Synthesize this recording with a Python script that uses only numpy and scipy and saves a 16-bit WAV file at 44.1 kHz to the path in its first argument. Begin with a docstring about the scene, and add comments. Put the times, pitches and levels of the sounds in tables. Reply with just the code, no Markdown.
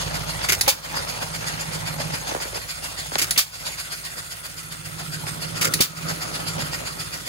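"""Hit-and-miss engine turning ice cream freezers

The engine coasts ever slower between firings: each flywheel turn pumps a swish of shaped noise.
Three times it gulps (chattering noise), snaps its igniter (noise and sines), barks (noise jet, pop) and speeds up.
Ice grinds in the freezers (lumpy noise) and cracks (falling knocks); a cam grumbles, chirps and a rush come in.
Another engine drones further off (harmonics, low noise); the gain ducks under loud sounds."""
import sys
import numpy as np
from scipy import signal
from scipy.fft import rfft, irfft, next_fast_len
from scipy.io import wavfile
from scipy.ndimage import uniform_filter1d, minimum_filter1d, map_coordinates

SR = 44100
rng = np.random.default_rng(int(sys.argv[2]) if len(sys.argv) > 2 else 0)


def wav_record(signal):
    """Record a signal, one row per channel, as 16-bit PCM in the file named by sys.argv[1]."""
    frames = np.transpose(np.atleast_2d(signal))
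    bounded = np.clip(frames, -1, 1)
    # unit amplitude maps onto the largest positive 16-bit level
    quanta = np.round(bounded * 32767).astype(np.int16)
    wavfile.write(sys.argv[1], SR, quanta)


N = 321048
T = np.arange(N) / SR


def amp(db):
    """Decibels to gain."""
    return 10 ** (np.asarray(db) / 20)


def unit(x):
    """Scaled to rms 1."""
    return x / np.sqrt(np.mean(x ** 2) + 1e-20)


def along(points, hz):
    """(Hz, value) points read on a log frequency axis."""
    f, v = np.transpose(points)
    return np.interp(np.log(hz + 1), np.log(f + 1), v)


def curves(rows):
    """One value per sample for each column after the time."""
    s, *cols = np.transpose(rows)
    return [np.interp(T, s, c) for c in cols]


def wobble(rate_hz):
    """Smooth random curve with rate_hz knots a second."""
    knots = rng.standard_normal(int(N * rate_hz / SR) + 4)
    return map_coordinates(knots, [T * rate_hz])


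def filtered(x, response):
    """x times a response of frequency."""
    size = next_fast_len(N + 8192)
    hz = np.fft.rfftfreq(size, 1 / SR)
    return irfft(rfft(x, size) * response(hz), size)[..., :N]


def noise(spectrum, grain=1, ripple_db=0, spacing_hz=55):
    """Two unrelated noises, jointly rms 1; grain clumps them, ripple_db makes the colour randomly uneven."""
    knots = rng.standard_normal(2000)

    def colour(hz):
        ripple = np.interp(hz / spacing_hz, np.arange(len(knots)), knots)
        return amp(along(spectrum, hz) + ripple_db * ripple)
    return unit(filtered(grain * rng.standard_normal((2, N)), colour))


def resonances(modes):
    """Two unrelated noises, jointly rms 1, ringing in (Hz, width Hz, dB) modes."""
    def body(hz):
        return sum(amp(db) * 1j * hz * w / (c * c - hz * hz + 1j * hz * w) for c, w, db in modes)
    return unit(filtered(rng.standard_normal((2, N)), body))


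def patchy(x, depth_db):
    """Colour shifts in random patches some hundred Hz wide and about half a turn long."""
    z = signal.stft(x, nperseg=512)[2]
    field = uniform_filter1d(rng.standard_normal(z.shape[1:]), size=5, axis=0)
    field = uniform_filter1d(field, size=11, axis=1)
    return unit(signal.istft(z * amp(depth_db * unit(field)), nperseg=512)[1][:, :N])


def burst(s, rise, hold, t60):
    """Envelope that opens at s, stays open until hold, then dies away (all in s)."""
    age = np.maximum(T - s, 0)
    return np.minimum(age / rise, 1) * amp(-60 * np.clip((age - hold) / t60, 0, 3))


def lobe(turns, at, sharp):
    """Swell once a turn, centred on the angle at (turns)."""
    return np.exp(sharp * (np.cos(2 * np.pi * (turns - at)) - 1))


KNOCK_STRETCH = 0.361  # growth of the period, s per s


def knock(top_hz, end_hz):
    """A few cycles that fall in pitch from top_hz and die out around end_hz."""
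    age = np.arange(SR // 30) / SR
    hz = 1 / (1 / top_hz + age * KNOCK_STRETCH)
    cycles = np.cumsum(hz) / SR
    envelope = np.minimum(2 * cycles, 1) * np.sqrt(hz / top_hz) / (1 + (end_hz / hz) ** 6)
    return np.sin(2 * np.pi * cycles) * envelope


def add(track, s, sound):
    """Mixes a short sound into a track at time s."""
    track[round(s * SR):][:len(sound)] += sound


# firings; exhaust levels are before its common gain:
# ignition t/s, snap level/dB, jet level/dB, pipe ring level/dB, thump level/dB, pop level/dB, pop end f/Hz
FIRINGS = [(0.61, -11, -5.5, -10.5, -31, -20, 450), (3.308, -13, -5, -30, -32.5, -38, 450),
           (5.7373, -12, -5.5, -32, -19, -21, 190)]
START_TURNS, START_TURNS_PER_S = -.1122, 7.0992
DRAG_TURNS_PER_S2, KICK_TURNS_PER_S, POWER_S = .555, 1.4173, .06


def crank():
    """Flywheel angle (turns) and speed (turns/s): steady drag, each firing kicks it on."""
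    kicks = sum(np.clip((T - s) / POWER_S, 0, 1) for s, *_ in FIRINGS)
    speed = START_TURNS_PER_S - DRAG_TURNS_PER_S2 * T + KICK_TURNS_PER_S * kicks
    return START_TURNS + np.cumsum(speed) / SR, speed


# slow drift of the swish: t/s, level change/dB
SWISH_DRIFT = [(0, 0.4), (2.9, -0.5), (3.7, 1.5), (4.85, -9.5), (5.1, -2), (6, 1), (7.28, -1)]
# exhaust valve: shut this long before ignition, open this long after
SHUT_S, OPEN_S, MUTE_DB = 0.084, .0675, -28
# drive at 8 turns/s, growth in dB per turn/s, random variation
SWISH_DRIVE_DB, SWISH_PER_SPEED_DB, SWISH_VARIES_DB = -27, 1, 0.65


def swish_level(speed):
    """Drive in dB: a faster piston pumps harder; hardly any air passes with the exhaust valve shut."""
    shut = sum(1.0 * ((T > s - SHUT_S) & (T < s + OPEN_S)) for s, *_ in FIRINGS)
    pumping = SWISH_DRIVE_DB + SWISH_PER_SPEED_DB * (speed - 8)
    return pumping + curves(SWISH_DRIFT)[0] + SWISH_VARIES_DB * wobble(7.1) + MUTE_DB * shut


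# air colour: f/Hz, relative level/dB per Hz
SWISH_COLOUR = [(100, -34), (300, -29), (600, -8.5), (1100, -7), (1400, -1), (2100, -1.5), (2700, -2),
                (4100, -3), (5000, -4.5), (6200, -7.5), (7000, -0.5), (7700, -7), (8700, -9), (11500, -10),
                (15500, -23)]
# exhaust passage modes: f/Hz, width/Hz, relative level/dB
WHISTLE_MODES = [(4490, 84, -7.5), (4603, 38, -2), (4900, 50, -3.5), (5040, 330, -2)]
# bearing colour: f/Hz, relative level/dB per Hz
HISS_COLOUR = [(30, -17), (250, -8), (450, -11.5), (900, -13), (1400, 0.5), (2100, -1.5), (3500, -6),
               (5000, -5.5), (7500, -6.5), (8300, -2), (9300, -1.5), (11000, -6.5), (12200, -8),
               (15500, -12.5)]


def coasting():
    """Piston pushes air through the open exhaust valve, draws it back softer; passage sings, bearings hiss."""
    turns, speed = crank()
    db = swish_level(speed)
    stroke = lobe(turns, at=0.012, sharp=1.86) + amp(-6.5) * lobe(turns, at=0.46, sharp=1.28)
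    air = patchy(noise(SWISH_COLOUR, grain=amp(0.66 * wobble(700)), ripple_db=4), depth_db=3.0)
    swish = amp(db - 2.5) * stroke * air

    whistle = sum(amp(mode[2] + 2.1 * wobble(13)) * resonances([mode]) for mode in WHISTLE_MODES)
    singing = lobe(turns, at=-0.021, sharp=2.44) + amp(-10.5) * lobe(turns, at=0.35, sharp=2.0)

    # swells with the stroke, eases just before it
    load_db = 4.8 * lobe(turns, at=0, sharp=7.2) - 3 * lobe(turns, at=-0.2, sharp=7.2)
    hiss = patchy(noise(HISS_COLOUR, ripple_db=3), depth_db=3)
    bearings = hiss * amp(-38.5 + load_db + 1.7 * wobble(400))
    return swish + amp(db - 9) * singing * whistle + bearings


# cam gear colour: f/Hz, relative level/dB per Hz
CAM_COLOUR = [(100, -19), (300, -14), (600, 0.5), (1000, -3), (1700, 6), (3000, -29), (9000, -35)]
CAM_PEAK_DB = -40


def cam():
    """Half-speed gear grumbles as its cam passes the push rod, every second turn."""
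    grumble = noise(CAM_COLOUR, grain=amp(3.0 * wobble(300)))
    return amp(CAM_PEAK_DB) * lobe(crank()[0] / 2, at=0.512, sharp=22) * grumble


# grinding effort, also sizes the small cracks: t/s, level/dB before trims
CHURNING = [(0, -33), (.55, -36), (1, -34.5), (1.3, -37), (2.3, -35.5), (2.42, -38.5), (2.7, -44),
            (3.3, -43), (4.5, -52), (4.95, -46), (5.65, -41), (6.55, -38.5), (7.28, -46.5)]
# ice colour: f/Hz, relative level/dB per Hz
CHURN_COLOUR = [(80, -22), (240, -4.5), (380, -10), (550, 1.5), (690, 1), (850, 0), (1100, -3),
                (1400, -2.5), (2500, -8), (6500, -12), (9000, -53)]


def freezers():
    """Dashers grind lumpy ice, pushed a little by every turn and more by every second one."""
    churn_db, = curves(CHURNING)
    turns = crank()[0]
    push = 1 + 0.33 * lobe(turns, at=0.02, sharp=2.0) + 0.43 * lobe(turns / 2, at=0.48, sharp=3.9)
    ice = patchy(noise(CHURN_COLOUR, grain=amp(2.6 * wobble(180))), depth_db=2.6)
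    return ice * amp(churn_db + 2.0 + 1.26 * wobble(35)) * push


# tub modes: f/Hz, width/Hz, relative level/dB
TUB_MODES = [(560, 110, -2), (865, 130, 0)]
# tub ringing: t/s, level/dB
TUB_LEVEL = [(0, -43), (2.35, -41), (2.7, -53), (4, -64)]


def tubs():
    """Packed ice rubs the tub walls in lumps and rings them, until it loosens."""
    return resonances(TUB_MODES) * amp(curves(TUB_LEVEL)[0] + 3 * wobble(45))


# loud cracks: t/s, level/dB, top f/Hz (low: dull knock)
LOUD_CRACKS = [(2.319, -24, 1300), (2.334, -26.5, 1400), (2.3483, -15, 1370), (2.363, -21, 1930),
               (2.411, -28, 900), (2.452, -22, 1970), (2.479, -32, 1100), (2.53, -27, 1190),
               (2.555, -25, 1590), (2.572, -24.5, 1390), (2.589, -32, 1000), (2.985, -30, 1490),
               (3.1185, -22, 2170), (3.1552, -7.5, 7500), (4.461, -35, 1380), (5.268, -23, 3960),
               (6.108, -23, 1310), (6.653, -34, 1300), (7.149, -36, 1490)]
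# crunch colour: f/Hz, relative level/dB per Hz
CRUNCH_COLOUR = [(100, -9), (500, 0), (1500, 1), (3000, -11), (6000, -10), (14000, -32)]
CRUNCH_REL_DB = -15.5  # re its crack
KNOCK_END_HZ, KNOCK_ROUGH_DB, KNOCK_ROUGH_HZ = 337, 3, 900
# small cracks: level is re CHURNING
CRACKLES_PER_S, CRACKLE_REL_DB, CRACKLE_SCATTER_DB, CRACKLE_HZ = 25, 1, 0.5, 1950
FREEZER_LAG_S = 0.00044  # freezers stand to the right: left microphone hears cracks late


def cracks():
    """Ice knocks fall in pitch, often faint; the few loud ones are ragged and leave a short crunch."""
    small = rng.random(N) < CRACKLES_PER_S / SR
    sizes = amp(curves(CHURNING)[0] + CRACKLE_REL_DB + CRACKLE_SCATTER_DB * rng.standard_normal(N))
    crackle = signal.fftconvolve(small * sizes, knock(CRACKLE_HZ, KNOCK_END_HZ))[:N]

    loud, crunch = np.zeros(N), 0
    for s, db, top_hz in LOUD_CRACKS:
        add(loud, s, amp(db) * knock(top_hz, KNOCK_END_HZ))
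        crunch = crunch + amp(db + CRUNCH_REL_DB) * burst(s, rise=0.00044, hold=.002, t60=0.058)
    ragged = loud * amp(KNOCK_ROUGH_DB * wobble(KNOCK_ROUGH_HZ))

    right = crackle + ragged
    left = filtered(right, lambda hz: np.exp(-2j * np.pi * hz * FREEZER_LAG_S))
    return np.array([left, right]) + crunch * noise(CRUNCH_COLOUR)


# cycle rate: t/s, f/Hz
IDLE_RATE = [(0, 13.55), (.6, 13.7), (1, 13.52), (2.2, 13.5), (2.7, 13.5), (3.3, 13.52), (4.6, 13.49),
             (5.2, 13.47), (6, 13.72), (7.28, 13.66)]
# drone harmonics: multiple of cycle rate, relative level/dB
DRONE_HARMONICS = [(5, -25), (6, -24), (7, -23), (8, -10), (9, -24.5), (10, -19.5), (11, -5), (12, -2),
                   (13, -25), (14, -21)]
# drone drive, sets the rumble too: t/s, level/dB
DRONE_LEVEL = [(0.0, -33), (0.6, -42.5), (2.12, -33), (2.32, -47.5), (2.82, -48), (3.12, -45.5),
               (4.44, -51), (4.54, -47.5), (5.24, -35), (6.12, -33.5), (6.22, -43.5), (6.62, -30),
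               (6.72, -40), (7.28, -45)]
# deep throb drive: t/s, level/dB
THROB_LEVEL = [(0.0, -37.5), (1.22, -46.5), (2.52, -45), (2.72, -49), (3.12, -46), (4.36, -53.5),
               (6.76, -46), (7.28, -52)]
# rumble with the drone: f/Hz, relative level/dB per Hz
RUMBLE_COLOUR = [(20, -30), (40, -40), (60, -22), (105, 10), (160, 6.5), (220, 0), (400, -5), (1000, -78)]
# noise with the throb: f/Hz, relative level/dB per Hz
DEEP_COLOUR = [(20, -32), (40, -21), (55, -18), (70, -2.5), (110, -2), (200, -20), (600, -49)]
IDLE_START_TURNS = .07  # of a cycle


def idler(beat_hz=50.0):
    """Distant many-cylinder engine: drone swells once a cycle, a low tone beats against its firing tone."""
    drone_db, throb_db = curves(DRONE_LEVEL)[0], curves(THROB_LEVEL)[0]
    angle = 2 * np.pi * (IDLE_START_TURNS + np.cumsum(curves(IDLE_RATE)[0]) / SR)
    drone = sum(amp(db + 1.6 * wobble(10)) * np.sin(round(k) * angle) for k, db in DRONE_HARMONICS)
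    firing = np.sin(4 * angle)
    beat = amp(-21) * np.sin(2 * np.pi * beat_hz * T)
    tones = amp(drone_db) * drone + amp(throb_db) * (firing + beat)
    rumble = noise(RUMBLE_COLOUR) * amp(drone_db - 5.5) + noise(DEEP_COLOUR) * amp(throb_db)
    return rumble + np.array([np.sqrt(2) * tones, np.zeros(N)])


# narrow band modes: f/Hz, width/Hz, relative level/dB
RUSH_MODES = [(1306, 83, 1), (1404, 47, -1)]
# low body colour: f/Hz, relative level/dB per Hz
RUSH_COLOUR = [(130, -25), (240, 0.5), (310, 1.5), (400, -1), (570, -0.5), (800, -14), (1500, -30)]
# rush: t/s, band level/dB, body level/dB
RUSH_LEVEL = [(3.6, -56, -63), (4.7, -50.5, -55), (5.5, -43.5, -45.5), (5.68, -33, -34), (5.72, -39, -40),
              (5.95, -38, -43), (6.55, -42.5, -41.5), (7.28, -49, -51)]
FLUTTER_DB = 2.8


def rush():
    """Hollow rush swells behind the engine: narrow fluttering band over a low body."""
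    band_db, body_db = curves(RUSH_LEVEL)
    band = resonances(RUSH_MODES) * amp(band_db + FLUTTER_DB * wobble(22))
    return band + noise(RUSH_COLOUR) * amp(body_db + 1.4 * wobble(30))


# gulps before common gain: t/s, length/s, level/dB, mixer ring re air/dB, pipe ring re air/dB
GULPS = [(.485, 0.017, -16, 2, -10), (.517, 0.015, -15, -5, -6), (0.5435, .003, -24, -5, -8),
         (3.18, 0.02, -17.5, -4, -14), (3.2135, 0.016, -15.5, -10, -16), (3.237, .003, -25, -4, -5),
         (3.264, .002, -31, -7, -9), (5.609, 0.021, -16.5, -2.5, -6), (5.643, 0.013, -16, -5.5, -4),
         (5.669, .003, -21.5, -4, -5)]
# air colour: f/Hz, relative level/dB per Hz
GULP_COLOUR = [(80, -27), (300, -5.5), (600, -4), (1000, -16), (1500, -9), (2200, -3.5), (3000, -1),
               (3800, -5), (4700, 0), (7200, 0), (8500, -5.5), (11000, -2.5), (15500, -9.5)]
# mixer modes: f/Hz, width/Hz, relative level/dB
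MIXER_MODES = [(2150, 350, 6), (2670, 540, -1), (4800, 200, -1), (6200, 310, -1), (7000, 220, -1)]
# intake pipe mode: f/Hz, width/Hz, relative level/dB
INTAKE_PIPE_MODES = [(1450, 180, 0)]
CHATTER_HZ, CHATTER_UNEVEN_DB, CHATTER_DB = 160, 3, 9


def intake():
    """Before each firing the suction valve chatters; air rasps in through the ringing mixer and pipe."""
    flow = ring = honk = 0
    for s, length, db, mixer_db, pipe_db in GULPS:
        tail = amp(-27.0) * burst(s, rise=0.0064, hold=length, t60=0.17)
        gulp = amp(db) * (burst(s, rise=0.0061, hold=length, t60=0.07) + tail)
        flow = flow + gulp
        ring = ring + amp(mixer_db) * gulp
        honk = honk + amp(pipe_db) * gulp
    strike_rate = CHATTER_HZ * amp(CHATTER_UNEVEN_DB * wobble(CHATTER_HZ))
    since_strike = np.cumsum(strike_rate) / SR % 1
    chatter = unit(amp(-CHATTER_DB * since_strike))
    air = noise(GULP_COLOUR, grain=chatter, ripple_db=2.5, spacing_hz=70.1)
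    ringing = ring * resonances(MIXER_MODES) + honk * resonances(INTAKE_PIPE_MODES)
    return amp(-3.0) * (flow * air + chatter * ringing)


# steel colour: f/Hz, relative level/dB per Hz
SNAP_COLOUR = [(200, -2), (800, -18), (1400, -5.5), (2000, 5.5), (3000, -7.5), (4200, 6), (5300, 3.5),
               (6500, 3.5), (8000, -5), (10500, 2), (12500, -5.5), (15500, -1.5)]
# spring partials: f/Hz, relative level/dB, t60/s
SPRING = [(7000, -15, 0.11), (10590, -5.5, 0.09), (12200, -20, 0.11)]


def igniter():
    """Trip lets go with a steel snap, the rod rattles briefly, the spring rings on."""
    crack, ring = np.zeros(N), np.zeros((2, N))
    for s, db, *_ in FIRINGS:
        snap = burst(s, rise=.0004, hold=.003, t60=.025)
        rattle = amp(-12.5) * burst(s, rise=0.01, hold=0.012, t60=0.2)
        crack += amp(db) * (snap + rattle)
        for hz, level, t60 in SPRING:
            phase = rng.uniform(0, 2 * np.pi, (2, 1))
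            envelope = amp(db + level - 3.5) * burst(s, rise=0.0012, hold=.001, t60=t60)
            ring += envelope * np.sin(2 * np.pi * hz * T + phase)
    return crack * noise(SNAP_COLOUR, ripple_db=2, spacing_hz=130) + ring


# jet colour: f/Hz, relative level/dB per Hz
BARK_COLOUR = [(30, -30), (75, -8), (300, -44), (600, -10.5), (1050, -7), (1400, -3.5), (2300, -4.5),
               (3900, -1), (5000, -2), (6100, -1.5), (8200, -4.5), (11500, -4.5), (15500, -6)]
# exhaust port modes: f/Hz, width/Hz, relative level/dB
PORT_MODES = [(1296, 37, -9), (2330, 140, 2), (3210, 130, -1.5), (3690, 230, -3), (4630, 190, 2.5),
              (5090, 140, 1), (6800, 280, -5), (7200, 130, -5), (9100, 140, 0)]
# push rod modes: f/Hz, width/Hz, relative level/dB
TAPPET_MODES = [(1300, 200, -6), (2160, 420, 9), (2800, 400, 6), (5500, 1500, -22)]
# exhaust pipe modes: f/Hz, width/Hz, relative level/dB
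PIPE_MODES = [(540, 45, 6.5), (826, 31, 12.5)]
# thump colour: f/Hz, relative level/dB per Hz
THUMP_COLOUR = [(20, -16), (45, -16), (110, 1), (180, 4), (260, 3), (350, -5), (550, -1), (1000, -37),
                (4000, -54)]
PORT_REL_DB, TAPPET_REL_DB = -6.5, -24.5  # re jet
TAPPET_LEAD_S, POP_LEAD_S, POP_TOP_HZ = 0.016, 0.0023, 845  # leads are before the valve opens


def exhaust():
    """Push rod ticks, valve opens with a pop; gas jet rings port and pipe over a thump, walls answer faintly."""
    jet = ring = push = tick = 0
    pops = np.zeros((2, N))
    for ignition, _, jet_db, ring_db, thump_db, pop_db, end_hz in FIRINGS:
        s = ignition + OPEN_S
        walls = amp(-29.0) * burst(s, rise=0.033, hold=0.026, t60=1.0)
        jet = jet + amp(jet_db) * (burst(s, rise=0.0055, hold=0.016, t60=0.12) + walls)
        tap = burst(s - TAPPET_LEAD_S, rise=0.0018, hold=0.0067, t60=0.099)
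        tick = tick + amp(jet_db + TAPPET_REL_DB) * tap
        ring = ring + amp(ring_db) * burst(s, rise=0.0021, hold=0.0095, t60=0.069)
        push = push + amp(thump_db) * burst(s, rise=0.00077, hold=0.0023, t60=0.099)
        # first channel only: common to both microphones
        add(pops[0], s - POP_LEAD_S, amp(pop_db) * knock(POP_TOP_HZ, end_hz))
    hard_gas = noise(BARK_COLOUR, grain=amp(1.3 * wobble(880)), ripple_db=3.5, spacing_hz=82.0)
    gas = patchy(unit(hard_gas + amp(PORT_REL_DB) * resonances(PORT_MODES)), depth_db=1.0)
    ringing = tick * resonances(TAPPET_MODES) + ring * resonances(PIPE_MODES)
    return amp(2.0) * (jet * gas + ringing + push * noise(THUMP_COLOUR) + 2 * pops)


# chirps: centre t/s, length/s, f/Hz, level/dB
CHIRPS = [(0.98, 0.039, 4840, -27.5), (1.252, .02, 6300, -48), (1.524, 0.021, 6550, -41),
          (1.683, .02, 6550, -45), (1.98, 0.017, 6660, -44), (2.213, .025, 6470, -39)]
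CHIRP_WIDTH_HZ = 96


def chirps():
    """Now and then something on the engine gives a thin, hoarse chirp: narrow noise in a bell envelope."""
    total = 0
    for s, length, hz, db in CHIRPS:
        envelope = amp(db) * np.exp(-(2 * (T - s) / length) ** 2)
        total = total + envelope * resonances([(hz, CHIRP_WIDTH_HZ, 0)])
    return total


# pair phase: f/Hz, left lead/rad
LEAD = [(50, -.6), (150, 0), (370, 0), (450, 2.9), (700, 2.7), (1250, 1.6), (1900, 4.1), (3200, 3.8),
        (3700, 6.2), (4500, 6.4), (4800, 8.2), (5700, 9.5), (6300, 12.2), (7500, 13), (8100, 15.8),
        (9500, 8.4), (10600, 6.5), (11600, 6.1), (13200, 3.2), (15100, 0)]
# pair likeness: f/Hz, coherence
COHERENCE = [(70, 0.79), (170, 0.45), (400, 0.049), (700, 0.52), (900, 0.57), (1400, 0.55), (2500, 0.38),
             (4300, 0.051), (5200, 0.42), (7000, 0.38), (9000, 0.39), (11000, 1), (12300, 0.82),
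             (13200, .98), (14300, .8), (15500, 0.5)]
# pair balance: f/Hz, left minus right level/dB
BALANCE = [(170, -6.5), (300, -5), (420, -0.5), (1500, 1), (2000, -1), (3000, 0.5), (7000, -1.5),
           (8300, -8.5), (10800, -0.5)]


def microphones(pair):
    """First signal is heard in common, second as difference, with the pair's own phase and balance."""
    def mix(hz):
        turn = np.arccos(np.clip(along(COHERENCE, hz), 0, 1)) / 2
        return np.array([np.cos(turn), np.sin(turn)])

    def response(hz):
        tilt = amp(along(BALANCE, hz) / 2) * np.exp(.5j * along(LEAD, hz))
        sides = np.array([tilt, 1 / tilt])
        return sides / np.sqrt(np.mean(abs(sides) ** 2, axis=0))
    common, apart = filtered(pair, mix)
    return filtered(np.array([common + apart, common - apart]), response)


def scene():
    """Everything that reaches the microphones; cracks carry their own stereo."""
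    steady = coasting() + cam() + freezers() + tubs() + idler() + rush()
    events = intake() + igniter() + exhaust() + chirps()
    return microphones(steady + events) + cracks()


def gain_control(x, limit_db=-11, hold_s=0.13, release_s=0.1):
    """Gain drops at once under a loud sound, waits, then climbs back."""
    power = uniform_filter1d(np.mean(x ** 2, axis=0), size=176)
    level_db = 10 * np.log10(abs(power) + 1e-12)
    cut_db = np.minimum(limit_db - level_db, 0)
    span, slope = int(hold_s * SR) | 1, int(release_s * SR) | 1
    held = minimum_filter1d(cut_db, span, origin=span // 2)
    climbing = uniform_filter1d(held, slope, origin=slope // 2)
    return x * amp(uniform_filter1d(np.minimum(held, climbing), size=64))


LOW_CUT_HZ, TOP_HZ = 29, 15780


def record(dry):
    """Cuts the deepest bass, rides the gain, rounds off the highest peaks, drops all from TOP_HZ up."""
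    level = gain_control(filtered(dry, lambda hz: 1 - 1 / (1 + (hz / LOW_CUT_HZ) ** 4)))
    rounded = level / (1 + abs(level / .9) ** 6) ** (1 / 6)
    return filtered(rounded, lambda hz: hz < TOP_HZ)


dry = scene()
out = record(dry)
wav_record(out)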